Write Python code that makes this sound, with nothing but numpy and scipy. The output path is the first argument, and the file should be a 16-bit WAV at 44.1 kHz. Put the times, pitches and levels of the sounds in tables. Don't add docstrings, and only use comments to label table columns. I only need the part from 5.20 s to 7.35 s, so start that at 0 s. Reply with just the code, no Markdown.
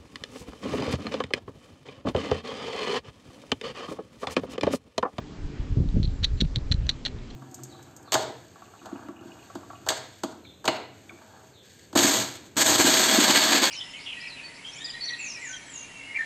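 import sys
import numpy as np
from scipy import signal
from scipy.io import wavfile

SR = 44100
rng = np.random.default_rng(int(sys.argv[2]) if len(sys.argv) > 2 else 0)


def level_to_linear(level):
    exponent = np.asarray(level, float) / 20
    return 10 ** exponent


def unload_audio(sound):
    columns = np.transpose(np.atleast_2d(sound))
    steps = np.round(np.clip(columns, -1, 1) * 32767)
    wavfile.write(sys.argv[1], SR, steps.astype(np.int16))


N = 94815

# t/s, peak level/dB, ring f/Hz
CLICKS = [(1.0404, -18, 3890), (1.0436, -10, 3900), (1.0455, -11, 3850), (1.0471, -14, 3890),
          (1.0506, -13, 3890), (1.2062, -13, 3930), (1.2108, -13, 3870), (1.2126, -12.5, 3650),
          (1.2141, -20, 4150), (1.3595, -13, 3850), (1.5155, -17, 4000), (1.5191, -18, 3990),
          (1.5208, -13, 4040), (1.5228, -15, 4040), (1.6921, -10, 3960), (1.6941, -12, 4010),
          (1.6962, -14, 3980), (1.6988, -17.5, 3500), (1.8513, -18, 4050), (1.8546, -20, 4020),
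          (1.8596, -17, 3960), (1.862, -18, 3270), (1.8638, -21, 4150)]
# t/s, peak level/dB, ring f/Hz
MORE_CLICKS = [(0.6888, -38.5, 3900), (0.8306, -25.5, 4070), (0.8367, -29, 4060), (0.876, -37, 4000),
               (1.0337, -30.5, 4170), (1.0346, -27, 3930), (1.037, -23, 3790), (1.048, -20, 3850),
               (1.0491, -22.5, 3860), (1.056, -34, 4220), (1.2164, -30, 3800), (1.218, -27, 3750),
               (1.2505, -43, 3720), (1.3586, -28, 3850), (1.3645, -26, 3860), (1.385, -37.5, 4100),
               (1.524, -17, 4000), (1.526, -33, 4050), (1.528, -32, 4050), (1.542, -29.5, 4100),
               (1.6674, -38, 4000), (1.6908, -29, 4000), (1.6975, -21, 4000), (1.7002, -23, 4000),
               (1.704, -32, 4050), (1.7075, -43, 4070), (1.7134, -30, 4100), (1.869, -32, 4120),
               (1.8706, -29.5, 4050), (1.877, -36, 4190), (1.8792, -32, 4200), (1.987, -42.5, 3730),
               (2.1042, -44.5, 4050)]
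# start t/s, length t/s, level/dB, side-mode level/dB
RASPS = [(0.8394, .003, -41, -15), (0.844, 0.0052, -32, -11.5), (0.85, 0.007, -34.5, -10.5),
         (0.857, .003, -40, -11), (0.881, 0.044, -56, -6), (1.027, 0.016, -34.5, 8),
         (1.049, 0.0058, -30.5, -5), (1.167, 0.035, -51.5, 15), (1.2, 0.023, -31.5, 4.5),
         (1.243, 0.012, -51, 16.5), (1.352, 0.02, -35.5, 10), (1.516, 0.016, -42, 21.5),
         (1.53, 0.016, -49, 3), (1.6655, 0.0044, -43, 18), (1.685, 0.0047, -38, 10),
         (1.51, 0.0045, -52, 9.5), (1.693, 0.0084, -28.5, 3.5), (1.7, 0.006, -36, 9),
         (1.859, 0.011, -30, 14), (1.874, 0.014, -43.5, 14), (2.1, 0.015, -48, 8)]
# f/Hz, level/dB, time to fall 60 dB t/s
SIDE_MODES = [(614, -22.5, 0.0078), (1753, -24, 0.0063), (1950, -17.5, 0.0053), (2640, -14.5, 0.004),
              (3180, -16.5, 0.0081), (4610, -20.5, 0.0045), (5770, -51, 0.0095), (5806, -22.5, 0.017),
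              (6650, -31, 0.016), (7900, -17, 0.0016)]
# t/s, level/dB
GUST = [(0.0, -51), (0.2, -48), (0.26, -24.5), (0.32, -49), (0.409, -24), (0.44, -27.5), (0.5, -29.5),
        (0.9, -18.5), (0.99, -24.5), (1.02, -21), (1.15, -27.5), (1.18, -39), (1.23, -32), (1.3, -19.5),
        (1.62, -27), (1.87, -37.5), (1.93, -35.5), (2.15, -29)]
# start t/s, length t/s, level/dB, eddy brightness f/Hz
FLURRIES = [(0.163, 0.17, -38, 93), (0.394, 0.027, -37, 107), (0.494, 0.062, -30.5, 133.3),
            (0.561, 0.067, -34, 292), (0.602, 0.097, -30, 208), (0.733, 0.084, -30.5, 200),
            (0.757, 0.033, -36, 486), (0.558, 0.021, -37, 332), (0.8, 0.058, -32, 175),
            (0.854, 0.068, -29.5, 111), (0.985, 0.096, -34, 109), (1.101, 0.093, -27.5, 89.6),
            (1.201, 0.045, -29.5, 205), (1.227, 0.045, -29, 152), (1.359, 0.041, -33, 190),
            (1.498, 0.083, -33.5, 159), (1.568, 0.083, -29, 102), (1.619, 0.12, -34, 120),
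            (1.931, 0.041, -36, 108)]
# t/s, peak level/dB, width t/ms
PUSHES = [(.512, -21, 3.4), (.5728, -12, 1.7), (.5922, -16, 2.2), (.6068, -9.5, 2.6), (.6182, -19, 2.1),
          (.6583, -19, 2.2), (.6812, -22, 4.6), (.7263, -22, 2.9), (.7463, -20, 2.5), (.751, -19, 1.7),
          (.7743, -16, 1.5), (.7833, -17, 1.6), (.7901, -21, 1.8), (.7999, -12, 2.1), (.8205, -17, 3.3),
          (.8658, -22, 2.6), (1.0291, -17, 2.8), (1.2226, -10, 1.5), (1.2444, -22, 7), (1.3759, -18, 2.5),
          (1.5103, -20, 3), (1.5477, -11.5, 3.2), (1.0424, -22, 4.6), (1.1413, -23, 4.8)]
# t/s, peak level/dB, width t/ms
PULLS = [(.249, -24, 9), (.4038, -20, 4.5), (.526, -14.5, 3.9), (.5858, -13, 2.2), (.6025, -18, 2.5),
         (.6401, -19, 1.4), (.6925, -22, 4.9), (.7427, -20, 1.7), (.7552, -18, 3), (.7677, -11, 3.2),
         (.846, -18, 1.7), (.8795, -15, 3.7), (1.136, -16, 4.6), (1.2318, -21, 5), (1.26, -20, 3.5),
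         (1.3719, -24, 2.2), (1.3805, -24, 2.5), (1.5146, -12, 2.9), (1.5522, -18, 3.6), (.5772, -18, 3),
         (.6141, -21, 3), (1.6002, -19, 5.1), (1.6225, -22, 5.6), (1.6695, -22, 5.8)]
# multiple of its pitch, level/dB
ENGINE_HARMONICS = [(1, -47.5), (2, -48), (3, -61)]
# t/s, level/dB
ENGINE_SWELL = [(0, -1.5), (.08, 4), (.16, -2.5), (.29, 8.5), (.37, -3.5), (0.431, 2.5), (0.902, -0.6),
                (1.5, -5), (1.9, 1.2), (2.15, -2.5)]
# start t/s, length t/s, first f/Hz, last f/Hz, level/dB
WHISTLES = [
    (.895, .122, 7500, 6800, -63),
    (1.13, .072, 7400, 7000, -62.5),
]
# f/Hz, level per Hz/dB
STREET_COLOR = [(40, -6), (130, -8.5), (300, -10.5), (600, -24.5), (1300, -28.5), (4000, -34),
                (6500, -40.5), (8500, -39)]
# t/s, level/dB
TRAFFIC = [(0, 0), (.45, 0.5), (.7, -2.5), (1.4, -1.5), (1.7, -1.1), (2.15, -0.4)]

MAIN_T60_S, MAIN_RISE_HZ = 0.0056, 880
AFTER_HZ, AFTER_T60_S, AFTER_DB = 4200, 0.022, -24
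MODE_LUCK_DB, SNAP_LUCK_DB = 3.0, 2.5
CLICK_LEAD_S, RASP_HZ, RASP_CLICKS_PER_S = 0.0003, 4126, 2500
GUST_HZ, EDDY_SLOPE, EDDIES_PER_S = 49.3, 2.64, 600
PORT_LAG_S, PORT_TOP_HZ, PORT_CUT_HZ = 0.0006, 750, 24
ENGINE_HZ, ENGINE_SAG_HZ_PER_S, ENGINE_FLUTTER_DB = 147.3, 11.0, 3.2


def t():
    return np.arange(N) / SR


def curve(points):
    return np.interp(t(), *np.transpose(points))


def rms_one(x):
    return x / np.sqrt(np.mean(x ** 2) + 1e-20)


def drift(rate):
    r = np.exp(-2 * np.pi * rate * 40 / SR)
    noise = rng.standard_normal(N // 40 + 2002)
    slow = signal.lfilter([1], [1, -2 * r, r * r], noise)[2000:]
    return np.interp(np.arange(N) / 40, np.arange(len(slow)), rms_one(slow - slow.mean()))


def butter(x, order, hz, kind="low"):
    return signal.sosfilt(signal.butter(order, hz, kind, fs=SR, output="sos"), x)


def ring(clicks, hz, t60):
    r, w = level_to_linear(-60 / (t60 * SR)), 2 * np.pi * hz / SR
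    return signal.lfilter([0, np.sin(w)], [1, -2 * r * np.cos(w), r * r], clicks + 1e-18)


def beak_and_throat(clicks, hz, snap_db):
    r, w = np.exp(-2 * np.pi * MAIN_RISE_HZ / SR), 2 * np.pi * hz / SR
    main = ring(clicks, hz, MAIN_T60_S)
    main = signal.lfilter([1 - r], [1, -2 * r * np.cos(w), r * r], main) * 2 * np.sin(w)
    out = level_to_linear(5.0) * main + level_to_linear(AFTER_DB) * ring(clicks, AFTER_HZ, AFTER_T60_S)
    luck = np.clip(rng.normal(0, 1, (3, len(SIDE_MODES))), -1.5, 1.5)
    snap_db = snap_db + SNAP_LUCK_DB * luck[1, 0]
    for k, (mode_hz, db, t60) in enumerate(SIDE_MODES):
        gain = level_to_linear(db + snap_db + MODE_LUCK_DB * luck[0, k])
        out = out - gain * ring(clicks, mode_hz * (1 + 0.056 * luck[2, k]), t60)
    return out


def chatter():
    out, size = np.zeros(N + SR), 4096
    for s, db, hz in list(CLICKS) + list(MORE_CLICKS):
        i = int((s - CLICK_LEAD_S) * SR)
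        click = np.arange(size) == 0
        out[i:i + size] += level_to_linear(db) * beak_and_throat(click, np.clip(hz + 70, 3350, 4350), snap_db=0.43)
    for s, length, db, snap_db in RASPS:
        i = int(s * SR)
        part = np.clip(np.arange(size) / SR / length, 0, 1)
        grains = (rng.random(size) < RASP_CLICKS_PER_S / SR) * rng.uniform(-1, 1, size)
        grains = grains * np.sin(np.pi * part) ** 0.5
        out[i:i + size] += level_to_linear(db) * beak_and_throat(grains, RASP_HZ, snap_db)
    above = butter(out[:N], 3, 1360, "high")
    below = butter(out[:N], 2, [450, 800], "band")
    return above + level_to_linear(-1) * below


def garden(x):
    notch_hz, notch_width_hz, echo_db, echo_t60_s = 4957, 870, -24, 0.11
    hollow = signal.lfilter(*signal.iirnotch(notch_hz, notch_hz / notch_width_hz, SR), x)
    x = 0.22 * x + 0.66 * hollow
    lag = np.arange(SR // 4) / SR
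    smear = rng.standard_normal(len(lag)) * level_to_linear(-60 * lag / echo_t60_s) * np.clip(lag / 0.0084, 0, 1)
    smear = smear / np.sqrt(np.sum(smear ** 2))
    return x + level_to_linear(echo_db) * signal.fftconvolve(x, smear)[:N]


def buffets():
    out = np.zeros(N)
    for sign, table in [(1, PUSHES), (-1, PULLS)]:
        for s, peak_db, ms in table:
            u = (t() - s + PORT_LAG_S) / (ms * 0.0011 * 0.74)
            lump = (1 - 0.5 * u ** 2) / (1 + 0.5 * u ** 2) ** 2.5
            out = out + sign * level_to_linear(peak_db + 0.5) * lump
    return out


def wind():
    ladder = 24 * 2 ** np.arange(0, 5.5, 0.5)
    bands = []
    for hz in ladder:
        hits = (rng.random(N) < EDDIES_PER_S / SR) * rng.standard_normal(N) + 1e-18
        bands.append(rms_one(butter(hits, 2, [hz / 1.194, hz * 1.191], "band")))
    bands = np.array(bands)
    slow_eddies = (1 / (1 + (ladder / GUST_HZ) ** EDDY_SLOPE)) @ bands
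    out = level_to_linear(curve(GUST) - 2.5) * slow_eddies / 2
    for s, length, db, hz in FLURRIES:
        share = ladder / hz
        quick_eddies = (share ** 0.47 / (1 + share ** (EDDY_SLOPE + 1.4))) @ bands
        part = np.clip((t() - s) / length, 0, 1)
        out = out + level_to_linear(db) * np.sin(np.pi * part ** 0.67) ** 1.06 * quick_eddies
    out = butter(out + buffets(), 4, PORT_TOP_HZ)
    return butter(out, 1, PORT_CUT_HZ, "high")


def engine():
    hz = ENGINE_HZ - ENGINE_SAG_HZ_PER_S * t() + 0.91 * drift(4.9)
    phase = 2 * np.pi * np.cumsum(hz) / SR
    swell_db = curve(ENGINE_SWELL)
    out = np.zeros(N)
    for multiple, db in ENGINE_HARMONICS:
        level_db = db + swell_db + ENGINE_FLUTTER_DB * drift(10)
        out = out + level_to_linear(level_db) * np.sin(round(multiple) * phase)
    return out


def far_whistles():
    out = np.zeros(N)
    for s, length, first_hz, last_hz, db in WHISTLES:
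        part = np.clip((t() - s) / length, 0, 1)
        hz = first_hz + (last_hz - first_hz) * part ** 2.3 + 55 * drift(44.7)
        level = level_to_linear(db + 3 * drift(70)) * np.sin(np.pi * part) ** 0.5
        out = out + level * np.sin(2 * np.pi * np.cumsum(hz) / SR)
    return out


def street():
    out, white = 0, rng.standard_normal((2, N))
    edges = 28 * 2 ** np.arange(0, 9, 0.5)
    color_hz, color_db = np.transpose(STREET_COLOR)
    traffic_db = curve(TRAFFIC)
    for k, (low, high) in enumerate(zip(edges, edges[1:])):
        band = butter(white[k % 2], 2, [low, high], "band")
        db = np.interp(np.log(low * high) / 2, np.log(color_hz), color_db)
        flicker_db = 2 if low < 3000 else 1
        db = db + flicker_db * drift(6.9) + (low < 3000) * traffic_db
        out = out + level_to_linear(db) * band
    return level_to_linear(-43.5) * rms_one(out)


def scene():
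    return (garden(chatter()) + wind() + engine() + far_whistles() + street())[None]


def band_limit(x):
    return signal.sosfilt(signal.butter(12, 9020, fs=SR, output="sos"), x)


def record(dry):
    x = butter(dry, 3, 7800)
    x = signal.sosfilt(signal.cheby2(10, 60, 9650, fs=SR, output="sos"), x)
    return band_limit(x)


dry = scene()
out = record(dry)
unload_audio(out)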